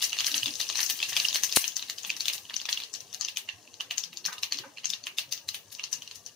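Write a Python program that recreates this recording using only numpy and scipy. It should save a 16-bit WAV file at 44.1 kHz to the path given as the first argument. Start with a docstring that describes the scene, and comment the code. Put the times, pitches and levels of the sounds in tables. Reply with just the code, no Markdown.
"""From the start small seeds burst densely in hot oil in a steel pan: each a short bubble ring that the bowl and the
tiled kitchen answer, with a puff of spray, some with a strong low knock. Oil fizzes over a gas flame.
Within the first 0.6 s a far two-tone horn toots twice; a droplet hits the recorder at 1.57 s, then fizz and bursts
thin out. Far metal knocks and low gurgles, most of them past 4 s, come from elsewhere in the room.
The two microphone ports of the handheld recorder ring at different pitches throughout."""
import sys
import numpy as np
from scipy import signal
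from scipy.fft import rfft, irfft, next_fast_len
from scipy.io import wavfile
from scipy.ndimage import uniform_filter1d, map_coordinates

SR = 44100
rng = np.random.default_rng(int(sys.argv[2]) if len(sys.argv) > 2 else 0)


def invert_db(level):
    """Linear amplitude ratio for a level in decibels (20 dB per decade), elementwise."""
    return 10 ** (np.asarray(level, dtype=float) / 20)


def log_audio(samples):
    """Write samples as a 16-bit WAV file to the path given in sys.argv[1]."""
    # one column per channel
    frames = np.atleast_2d(samples).T
    # limit to full scale, then quantise
    limited = np.clip(frames, -1, 1)
    pcm = np.round(limited * 32767).astype(np.int16)
    wavfile.write(sys.argv[1], SR, pcm)


N = 280210


def unit(x):
    """Scale to rms 1."""
    return x / np.sqrt(np.mean(x ** 2) + 1e-20)


def along(points, hz):
    """(Hz, value) points read on a log frequency axis."""
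    f, v = np.transpose(points)
    return np.interp(np.log(hz + 1), np.log(f + 1), v)


def coloured(x, points):
    """Filter by (Hz, dB) points with zero phase shift."""
    m = next_fast_len(N + 8192)
    gain = invert_db(along(points, np.fft.rfftfreq(m, 1 / SR)))
    return irfft(rfft(x, m) * gain, m)[..., :N]


def hiss(points, alike):
    """Coloured stereo noise of rms 1; alike is the correlation of the two sides."""
    a, b = rng.standard_normal((2, N))
    turn = np.arccos(np.clip(alike, 0, 1)) / 2
    left = np.cos(turn) * a + np.sin(turn) * b
    right = np.cos(turn) * a - np.sin(turn) * b
    return unit(coloured(np.array([left, right]), points))


def mottled(x, size, bins, depth_db):
    """Random gain in patches of time and pitch, some bins wide; rms 1."""
    z = signal.stft(x, nperseg=size)[2]
    field = uniform_filter1d(rng.standard_normal(z.shape[-2:]), size=bins, axis=0)
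    field = uniform_filter1d(field, size=4, axis=1)
    return unit(signal.istft(z * invert_db(depth_db * unit(field)), nperseg=size)[1][:, :N])


def laid(start_s, rows):
    """Sum short waveforms (one per row) at their starts."""
    at = np.round(start_s * SR).astype(int)[:, None] + np.arange(rows.shape[1])
    return np.bincount(at.ravel(), rows.ravel(), N + SR)[:N]


def bursts(start_s, db, hz, knock_db):
    """Bubble cluster ringing a few cycles, crack, low knock and bowl echo; rows: left, right, into the room."""
    t = np.arange(256) / SR
    db, hz, knock_db = db[:, None], hz[:, None], knock_db[:, None]
    chance = rng.standard_normal((len(start_s), 8))
    ring = 0
    for k, ratio in enumerate((0.8, 1, 1.35)):  # a larger and a smaller bubble beside the main one
        pitch_hz = hz * ratio * np.exp(0.097 * chance[:, k, None])
        side_db = (k != 1) * (-6.5 + 2.7 * chance[:, 6 + k // 2, None])
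        ring = ring + invert_db(side_db) * np.sin(2 * np.pi * pitch_hz * t) * np.exp(-t * pitch_hz / 3.2)
    grit = rng.standard_normal((len(start_s), len(t)))
    grit = grit - np.roll(grit, 4, axis=1)
    crack = invert_db(0.5) * grit * np.exp(-t / 0.00021)
    knock = invert_db(knock_db + 22.5) * np.sin(2 * np.pi * 1150 * t) * np.exp(-t / 0.00048)
    pop = invert_db(db - 12) * (ring + crack + knock) * (1 - np.exp(-t / 0.00032))

    echo_s = 0.001319 * np.exp(0.25 * chance[:, 3])  # from the far wall of the bowl
    echo = pop * invert_db(-7 + 0.8 * chance[:, 4, None])
    shift_s = 0.00006 * chance[:, 5]  # the echo's path to each port differs a little
    direct = [laid(start_s, pop) + laid(start_s + echo_s + side * shift_s, echo) for side in (-1, 1)]

    # averaged over all directions the burst is one broad push: this is what the walls receive
    push = np.sin(2 * np.pi * hz * t) * np.exp(-t * hz / 0.63)
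    spread = invert_db(db - 6.5) * (push + 0.29 * knock)
    return np.array(direct + [laid(start_s, spread)])


# Distinct seeds. Each row: start in seconds, relative level in dB, nominal bubble pitch in Hz.
SEEDS = [(0.0242, -9.5, 3930), (0.0406, -12.5, 4930), (0.13, -14.5, 2820), (.1686, -25, 3780),
         (0.1878, -12, 3530), (0.1983, -18.5, 4630), (0.2058, -12, 3100), (.2448, -13, 3820),
         (0.2668, -12.5, 5120), (0.3168, -15.5, 4160), (0.3429, -13, 3550), (0.3794, -14.5, 4420),
         (0.4314, -15.5, 3720), (0.4586, -11, 3840), (0.5388, -23, 5470), (0.6034, -14, 4070),
         (0.613, -17, 4030), (0.627, -21, 4200), (0.6897, -16.5, 5800), (0.6998, -14.5, 4160),
         (.756, -13.5, 4250), (0.7735, -19, 5400), (0.7823, -16, 4660), (0.793, -19, 4330),
         (.804, -13.5, 4230), (0.8302, -14, 5840), (0.863, -13.5, 6500), (0.8987, -13, 4300),
         (.9247, -24.5, 5550), (1.002, -17, 3140), (1.0282, -9, 3600), (1.095, -25, 4960),
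         (1.1302, -17, 3670), (1.166, -7, 3220), (1.172, -15, 3500), (1.1998, -12.5, 3700),
         (1.2508, -14.5, 3830), (1.285, -11.5, 4400), (1.3287, -18.5, 3950), (1.3457, -14.5, 4430),
         (1.3577, -10, 3680), (1.435, -6.5, 6330), (1.495, -22, 3950), (1.525, -13, 4840),
         (1.562, -10.5, 4440), (1.6416, -12, 3500), (1.6795, -14.5, 6230), (1.7667, -15.5, 5400),
         (1.794, -22, 4100), (1.825, -19.5, 3320), (1.8985, -18, 4260), (1.9839, -19, 4080),
         (2.033, -23.5, 6900), (2.0485, -18.5, 3160), (2.1023, -13, 3200), (2.1661, -23, 5200),
         (2.2062, -13.5, 4700), (2.2566, -16, 3860), (2.2825, -10, 3370), (2.299, -16.5, 3300),
         (2.3335, -16.5, 4720), (2.38, -24.5, 4160), (2.4976, -24, 3360), (2.541, -19.5, 3900),
         (2.565, -14.5, 5860), (2.6003, -23, 4240), (2.615, -22, 4220), (2.6548, -19, 3340),
         (2.691, -14, 3440), (2.7282, -11, 4100), (2.7743, -17.5, 3400), (2.8017, -21, 3320),
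         (2.8207, -26, 3340), (2.836, -21, 4030), (2.9392, -15, 7120), (2.95, -21.5, 4500),
         (3.0052, -27, 5600), (3.129, -26, 5170), (3.1454, -22.5, 4700), (3.2107, -11, 5380),
         (3.229, -36, 3130), (3.2486, -17, 4650), (3.285, -17.5, 4000), (3.3711, -14, 3420),
         (3.4892, -19.5, 3070), (3.741, -32, 4380), (3.6756, -41, 2850), (3.807, -18, 3480),
         (3.9094, -13.5, 2980), (3.981, -8.5, 6640), (4.0378, -18, 4700), (4.13, -30.5, 2720),
         (4.172, -22, 5400), (4.2523, -13, 4380), (4.261, -13.5, 5570), (4.3292, -23, 3510),
         (4.3814, -24.5, 4160), (4.433, -12, 3530), (4.523, -13, 4040), (4.544, -20.5, 4000),
         (4.5724, -24, 4930), (4.587, -18, 3480), (4.7734, -31, 2800), (4.7829, -26, 3140),
         (4.844, -21.5, 3020), (4.8554, -11.5, 6150), (4.902, -15.5, 5430), (4.935, -15.5, 4160),
         (5.039, -26.5, 4530), (5.0689, -18, 2480), (5.1843, -9.5, 3770), (5.3242, -12.5, 5070),
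         (5.3765, -24.5, 4650), (5.4887, -16.5, 4560), (5.5451, -18, 3080), (5.75, -27, 5870),
         (5.7951, -21.5, 2940), (5.8392, -17.5, 4180), (5.929, -11, 6030), (6.0212, -25.5, 3850),
         (6.076, -29, 4000), (6.1119, -26.5, 4000), (6.1571, -28.5, 6600), (6.263, -25, 5160)]


def seeds(rows):
    """Seeds burst at their moments; the lower the bubble, the stronger its knock."""
    start_s, db, hz = np.transpose(rows)
    knock_per_octave_db, knock_scatter_db = -10.5, 3
    knock_db = -27.5 + knock_per_octave_db * np.log2(hz / 4000)
    knock_db = knock_db + knock_scatter_db * rng.standard_normal(len(start_s))
    return bursts(start_s, db, hz, knock_db)


# Oil activity. Each row: time in seconds, relative fizz level in dB.
FIZZ_LEVEL = [(0.0, -41), (1.5, -39.5), (1.75, -47.5), (3.86, -58.5), (4.33, -57.5), (5.62, -59),
              (5.96, -53), (6.35, -58.5)]
BUSY_DB = -44  # fizz level at which half of the small seeds burst


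def fizz_level_db(time_s):
    """Fizz level, straight lines in dB between the rows; it also drives small seeds, crackle, puffs and mist."""
    return np.interp(time_s, *np.transpose(FIZZ_LEVEL))


def small_seeds(fizz_db):
    """Lesser seeds burst at random, more often and louder while the oil is busy: rows as in SEEDS."""
    busy_slope_db, over_fizz_db, scatter_db = 4, 16, 2
    start_s, luck, size, pitch = rng.random((260, 4)).T
    start_s = start_s * (N / SR - 0.02)
    busy_db = fizz_db[(start_s * SR).astype(int)]
    bursting = luck < 1 / (1 + np.exp((BUSY_DB - busy_db) / busy_slope_db))
    db = busy_db + over_fizz_db + scatter_db * 2 * (size - 0.5)
    return np.transpose([start_s, db, 3000 * 2.1 ** pitch])[bursting]


def crackle(fizz_db):
    """Many small bubbles burst at random, their level following the fizz."""
    start_s, size, pitch = rng.random((1200, 3)).T
    start_s = start_s * (N / SR - 0.02)
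    db = fizz_db[(start_s * SR).astype(int)] - 4 * np.log(size + 0.03)
    return bursts(start_s, db, 2600 * 2.6 ** pitch, np.full(len(start_s), -24))


# Jets of steam and oil, strong and faint. Each row: start in seconds, relative level in dB,
# length in seconds, of which a share of 0.32 is held.
JETS = [(0.021, -31, 0.097), (0.18, -48, .04), (0.263, -30, 0.055), (0.353, -31.5, 0.045),
        (0.594, -39, 0.066), (0.75, -45, 0.14), (0.829, -31.5, 0.053), (0.898, -32.5, 0.0051),
        (0.969, -38.5, .019), (1.09, -33, 0.025), (1.156, -37, 0.36), (1.342, -32, 0.037),
        (1.428, -36, 0.015), (1.563, -13, 0.0024), (1.616, -30, .014), (1.672, -34.5, 0.018),
        (1.895, -38, 0.018), (2.064, -41.5, 0.06), (2.2, -41, .01), (2.281, -30, 0.0077),
        (2.331, -35.5, 0.074), (2.691, -38.5, 0.077), (3.14, -41.5, 0.012), (3.371, -36.5, 0.029),
        (3.96, -50, 0.039), (4.252, -45, .024), (4.427, -38.5, .0052), (4.897, -40, 0.028),
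        (5.063, -44, 0.04), (5.179, -37, .014), (5.322, -30.5, .0047), (5.486, -34, 0.0036),
        (5.543, -37.5, 0.024), (5.723, -38.5, 0.0082), (5.92, -41.5, 0.031), (6.152, -45.5, 0.026)]
# Spray spectrum at the source. Each row: frequency in Hz, relative density in dB.
SPRAY_TONE = [(1500, -6), (4000, -9), (7000, -11), (9000, 0.5), (13500, 9), (15300, 6.5)]


def spray():
    """Steam jets and the puff of each distinct seed throw oil: a bright hiss that swells fast, holds and stops."""
    puff_db, puff_scatter_db, puff_length_s = -29, 4.5, 0.026  # puff_db is relative to the seed
    puff_growth = 0.21  # dB of spray per dB of fizz over BUSY_DB
    t = np.arange(N) / SR
    puffs = []
    for start_s, seed_db, _ in SEEDS:
        growth_db = puff_growth * (fizz_level_db(start_s) - BUSY_DB)
        db = seed_db + puff_db + growth_db + puff_scatter_db * rng.standard_normal()
        puffs.append((start_s, db, puff_length_s))
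    power = np.zeros(N)
    for start_s, db, length_s in list(JETS) + puffs:
        near = slice(max(0, round((start_s - 0.02) * SR)), round((start_s + 0.2) * SR))
        since_s = t[near] - start_s - 0.003
        swell = np.clip(since_s / 0.01 + 1, 0, 1)
        stop = np.exp(-np.maximum(since_s - 0.32 * length_s, 0) / 0.0033)
        power[near] += (invert_db(db) * swell * stop) ** 2
    noise = mottled(hiss(SPRAY_TONE, alike=0.63), size=512, bins=40, depth_db=2.0)
    return np.sqrt(power) * noise * invert_db([[-1.5], [1.5]])  # stronger on the right


# Low knocks heard with some bursts. Each row: start in seconds, relative level in dB.
LOW_KNOCKS = [(0.168, -32), (0.43, -36), (0.603, -31.5), (0.7, -32), (0.755, -35), (0.792, -26.5),
              (1.125, -34), (1.357, -27), (1.897, -33.5), (2.045, -39), (2.507, -33.5), (2.689, -31.5),
              (3.488, -36), (3.807, -40), (4.26, -32.5), (4.328, -37), (4.432, -35), (4.522, -31),
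              (5.068, -39.5)]
# Knock modes. Each row: frequency in Hz, relative level in dB, T60 in seconds.
LOW_KNOCK_MODES = [(840, -9, .006), (1190, -6, 0.0067), (1840, -4, 0.0065)]


def low_knocks():
    """Low damped knocks that accompany some of the bursts, their modes at new strengths each time."""
    t = np.arange(SR // 20) / SR
    start_s, db = np.transpose(LOW_KNOCKS)
    strength_db = 3 * rng.standard_normal((len(start_s), len(LOW_KNOCK_MODES)))
    rows = 0
    for k, (hz, mode_db, t60_s) in enumerate(LOW_KNOCK_MODES):
        decay_db = db[:, None] + mode_db + strength_db[:, k, None] - 60 * t / t60_s
        rows = rows + invert_db(decay_db) * np.sin(2 * np.pi * hz * t)
    return laid(start_s, rows)


# One droplet on the recorder: start in seconds, relative level in dB.
SLAP = (1.5713, -3.1)


def slap():
    """A droplet hits the recorder: a single short push with a dull thump."""
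    t = np.arange(SR // 10) / SR
    start_s, db = SLAP
    push = np.exp(-((t - 0.0001) / 0.00007) ** 2)
    thump = -0.36 * np.sin(2 * np.pi * 190 * t) * np.exp(-t / 0.0009)
    return laid(np.array([start_s]), invert_db(db) * (push + thump)[None])


# Fizz spectrum at the source. Each row: frequency in Hz, relative density in dB.
FIZZ_TONE = [(300, 28.5), (1000, 17), (2000, -11), (4000, 12), (6500, 9), (10000, 22.5), (15500, 23)]


def fizz(fizz_db):
    """Oil fizz: stereo noise whose level follows the oil's activity."""
    return invert_db(fizz_db - 6.5) * hiss(FIZZ_TONE, alike=0.51)


def mist(fizz_db):
    """Fine mist: spray-coloured noise, growing 1.54 dB per dB of fizz as busier oil throws much more."""
    return invert_db(1.54 * fizz_db - 4.5) * hiss(SPRAY_TONE, alike=0.18)


# Decay of the tiled room. Each row: frequency in Hz, T60 in seconds.
KITCHEN = [(300, 0.19), (1500, 0.26), (3500, 0.19), (9000, 0.13), (15000, 0.28)]


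def kitchen(x):
    """Tiled walls answer; each short stretch gets a new random tail, as each seed sits elsewhere."""
    step, size = 2048, 12288  # samples
    blocks = np.pad(x, ((0, 0), (0, -N % step))).reshape(2, -1, step)
    noise = rng.standard_normal((2, blocks.shape[1], size - step))
    hz, t, z = signal.stft(noise, SR, nperseg=256)
    decay = invert_db(-60 * t / along(KITCHEN, hz)[:, None])
    tail = signal.istft(z * decay, SR, nperseg=256)[1][..., :size - step]
    tail = tail * np.clip(np.arange(size - step) / SR / 0.0056, 0, 1)
    tail = tail / np.linalg.norm(tail, axis=-1, keepdims=True)
    wet = irfft(rfft(blocks.mean(0), size) * rfft(tail, size), size)
    return np.array([laid(np.arange(len(side)) * step / SR, side) for side in wet])


# Horn tones. Each row: frequency in Hz, relative level in dB.
HORN = [(248, -43.5), (301, -41)]
# Each row: start in seconds, start of the release in seconds.
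TOOTS = [(0.303, 0.37), (.455, 0.514)]


def horn():
    """A far two-tone horn with a weak overtone, soft at both ends; each tone wavers in strength."""
    overtone_db, waver_db = -17.5, 2
    t = np.arange(N) / SR

    def waver():
        return waver_db * map_coordinates(rng.standard_normal(200), [t * 25])  # 25 random points a second

    gate = 0
    for start_s, end_s in TOOTS:
        gate = gate + np.clip((t - start_s) / 0.02, 0, 1) * np.exp(-np.maximum(t - end_s, 0) / 0.025)
    tones = 0
    for hz, db in HORN:
        tones = tones + invert_db(db + waver()) * np.sin(2 * np.pi * hz * t)
        tones = tones + invert_db(db + overtone_db + waver()) * np.sin(2 * np.pi * 2 * hz * t)
    return gate * tones


# Far knocks on metal. Each row: start in seconds, relative level in dB.
CLANKS = [(4.283, -23.5), (4.318, -28), (4.637, -28)]
# Metal modes. Each row: frequency in Hz, relative level in dB, T60 in seconds.
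CLANK_MODES = [(550, -1, 0.086), (840, 3.5, 0.065), (1005, -1.5, 0.19), (1237, -1, 0.12),
               (1506, 11.5, 0.026)]


def clanks():
    """Dull metal knocks elsewhere in the room, the modes at new strengths each time, with a loose rattle."""
    rattle_db, rattle_decay_s = -19, 0.026
    t = np.arange(SR // 2) / SR
    start_s, db = np.transpose(CLANKS)
    rows = 0
    for hz, mode_db, t60_s in CLANK_MODES:
        strength_db = rng.normal(0, 2.2, (len(start_s), 1))
        decay_db = db[:, None] + mode_db - 21.0 + strength_db - 60 * t / t60_s
        rows = rows + invert_db(decay_db) * np.sin(2 * np.pi * hz * t)
    rattle = invert_db(db[:, None] + rattle_db) * rng.standard_normal(rows.shape) * np.exp(-t / rattle_decay_s)
    rattle = coloured(laid(start_s, rattle), [(500, -30), (900, 17), (1600, -1), (2300, -1), (3500, -50)])
    return laid(start_s, rows * (1 - np.exp(-t / 0.0018))) + rattle


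# Dull bumps and gurgles. Each row: start in seconds, relative level in dB, starting pitch in Hz.
BUMPS = [(0.419, -45, 102), (3.533, -48, 90), (4.269, -49, 160.5), (4.388, -58, 91), (4.51, -49, 300),
         (4.547, -45, 260), (4.59, -48, 337), (4.595, -51, 110), (4.635, -52, 482), (4.655, -48.5, 253),
         (4.883, -53, 171), (5.462, -47, 93), (5.577, -56, 117), (5.653, -55, 88)]


def bumps():
    """Soft low pushes of a few cycles, the pitch creeping up like a large bubble's."""
    t = np.arange(SR // 4) / SR
    start_s, db, hz = np.transpose(BUMPS)[..., None]
    cycles = hz * t * (1 + 2.6 * t)
    swell = (t / 0.02) * np.exp(-t / 0.013)
    return laid(start_s[:, 0], invert_db(db + 14.5) * np.sin(2 * np.pi * cycles) * swell)


# Rumble spectrum at the source. Each row: frequency in Hz, relative density in dB.
RUMBLE_TONE = [(25, -38), (60, -16), (100, 7), (200, 0), (400, -1), (900, -10.5), (2500, -34.5)]


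def rumble():
    """Low background noise, uneven in time and pitch."""
    return invert_db(-56.5) * mottled(hiss(RUMBLE_TONE, alike=0.71), size=2048, bins=1, depth_db=6)


def scene():
    """Pan, room and background as they reach the ports."""
    fizz_db = fizz_level_db(np.arange(N) / SR)
    popping = seeds(SEEDS) + seeds(small_seeds(fizz_db)) + crackle(fizz_db)
    direct, into_room = popping[:-1], popping[-1]
    jets = spray()
    knocks = clanks() + bumps() + low_knocks()
    walls = invert_db(-2.0) * kitchen(into_room + jets + knocks)
    oil = fizz(fizz_db) + mist(fizz_db)
    return direct + jets + walls + oil + rumble() + knocks + horn()


# Microphone port responses. Each row: frequency in Hz, gain in dB.
LEFT_PORT = [(300, -10.5), (1250, 0.5), (1450, -1), (1650, 8.5), (1850, 5.5), (2300, 10), (2800, 13),
             (4200, 15.5), (5100, 18.5), (6300, 26), (7600, 13), (10000, 4.5), (14300, -6), (15500, 2.5),
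             (16300, -52)]
RIGHT_PORT = [(300, -10), (1250, 1), (1450, -2.5), (1650, 7), (1850, 10.5), (2300, 5), (2800, 20.5),
              (3400, 5.5), (4300, 15.5), (6000, 5.5), (7800, -6), (9300, -7), (11000, -9.5), (14300, -7),
              (15500, -19), (16300, -46)]


def ports(x):
    """Two cavities of their own colour that share one minimum phase, so they ring only after being struck."""
    m = 2 * next_fast_len(N // 2 + 4096)
    hz = np.fft.rfftfreq(m, 1 / SR)
    gain = np.array([invert_db(along(points, hz)) for points in (LEFT_PORT, RIGHT_PORT)])
    cepstrum = irfft(np.log(gain).mean(0), m)  # folded to be causal: its spectrum then holds the phase
    cepstrum[1:m // 2] *= 2
    cepstrum[m // 2 + 1:] = 0
    phase = rfft(cepstrum).imag
    return irfft(rfft(x, m) * gain * np.exp(1j * phase), m)[:, :N]


def smear(x, db):
    """Add a random-phase copy of the same colour, blurred some 10 ms to either side of each sound."""
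    z = signal.stft(x, nperseg=1024)[2]
    turn = np.exp(2j * np.pi * rng.random(z.shape[1:]))
    return x + invert_db(db) * signal.istft(z * turn, nperseg=1024)[1][:, :N]


def low_pass(x):
    """Removes everything above the highest recorded frequency."""
    return signal.sosfilt(signal.butter(12, 16840, fs=SR, output="sos"), x)


def record(dry):
    """Each port has its own cavity resonance; the deepest bass is cut; the droplet's slap bypasses the ports."""
    x = smear(ports(dry), db=-4.5)
    x = coloured(x, [(25, -11), (70, 0.5)])
    mix = x + slap()
    return low_pass(mix)


dry = scene()
out = record(dry)
log_audio(out)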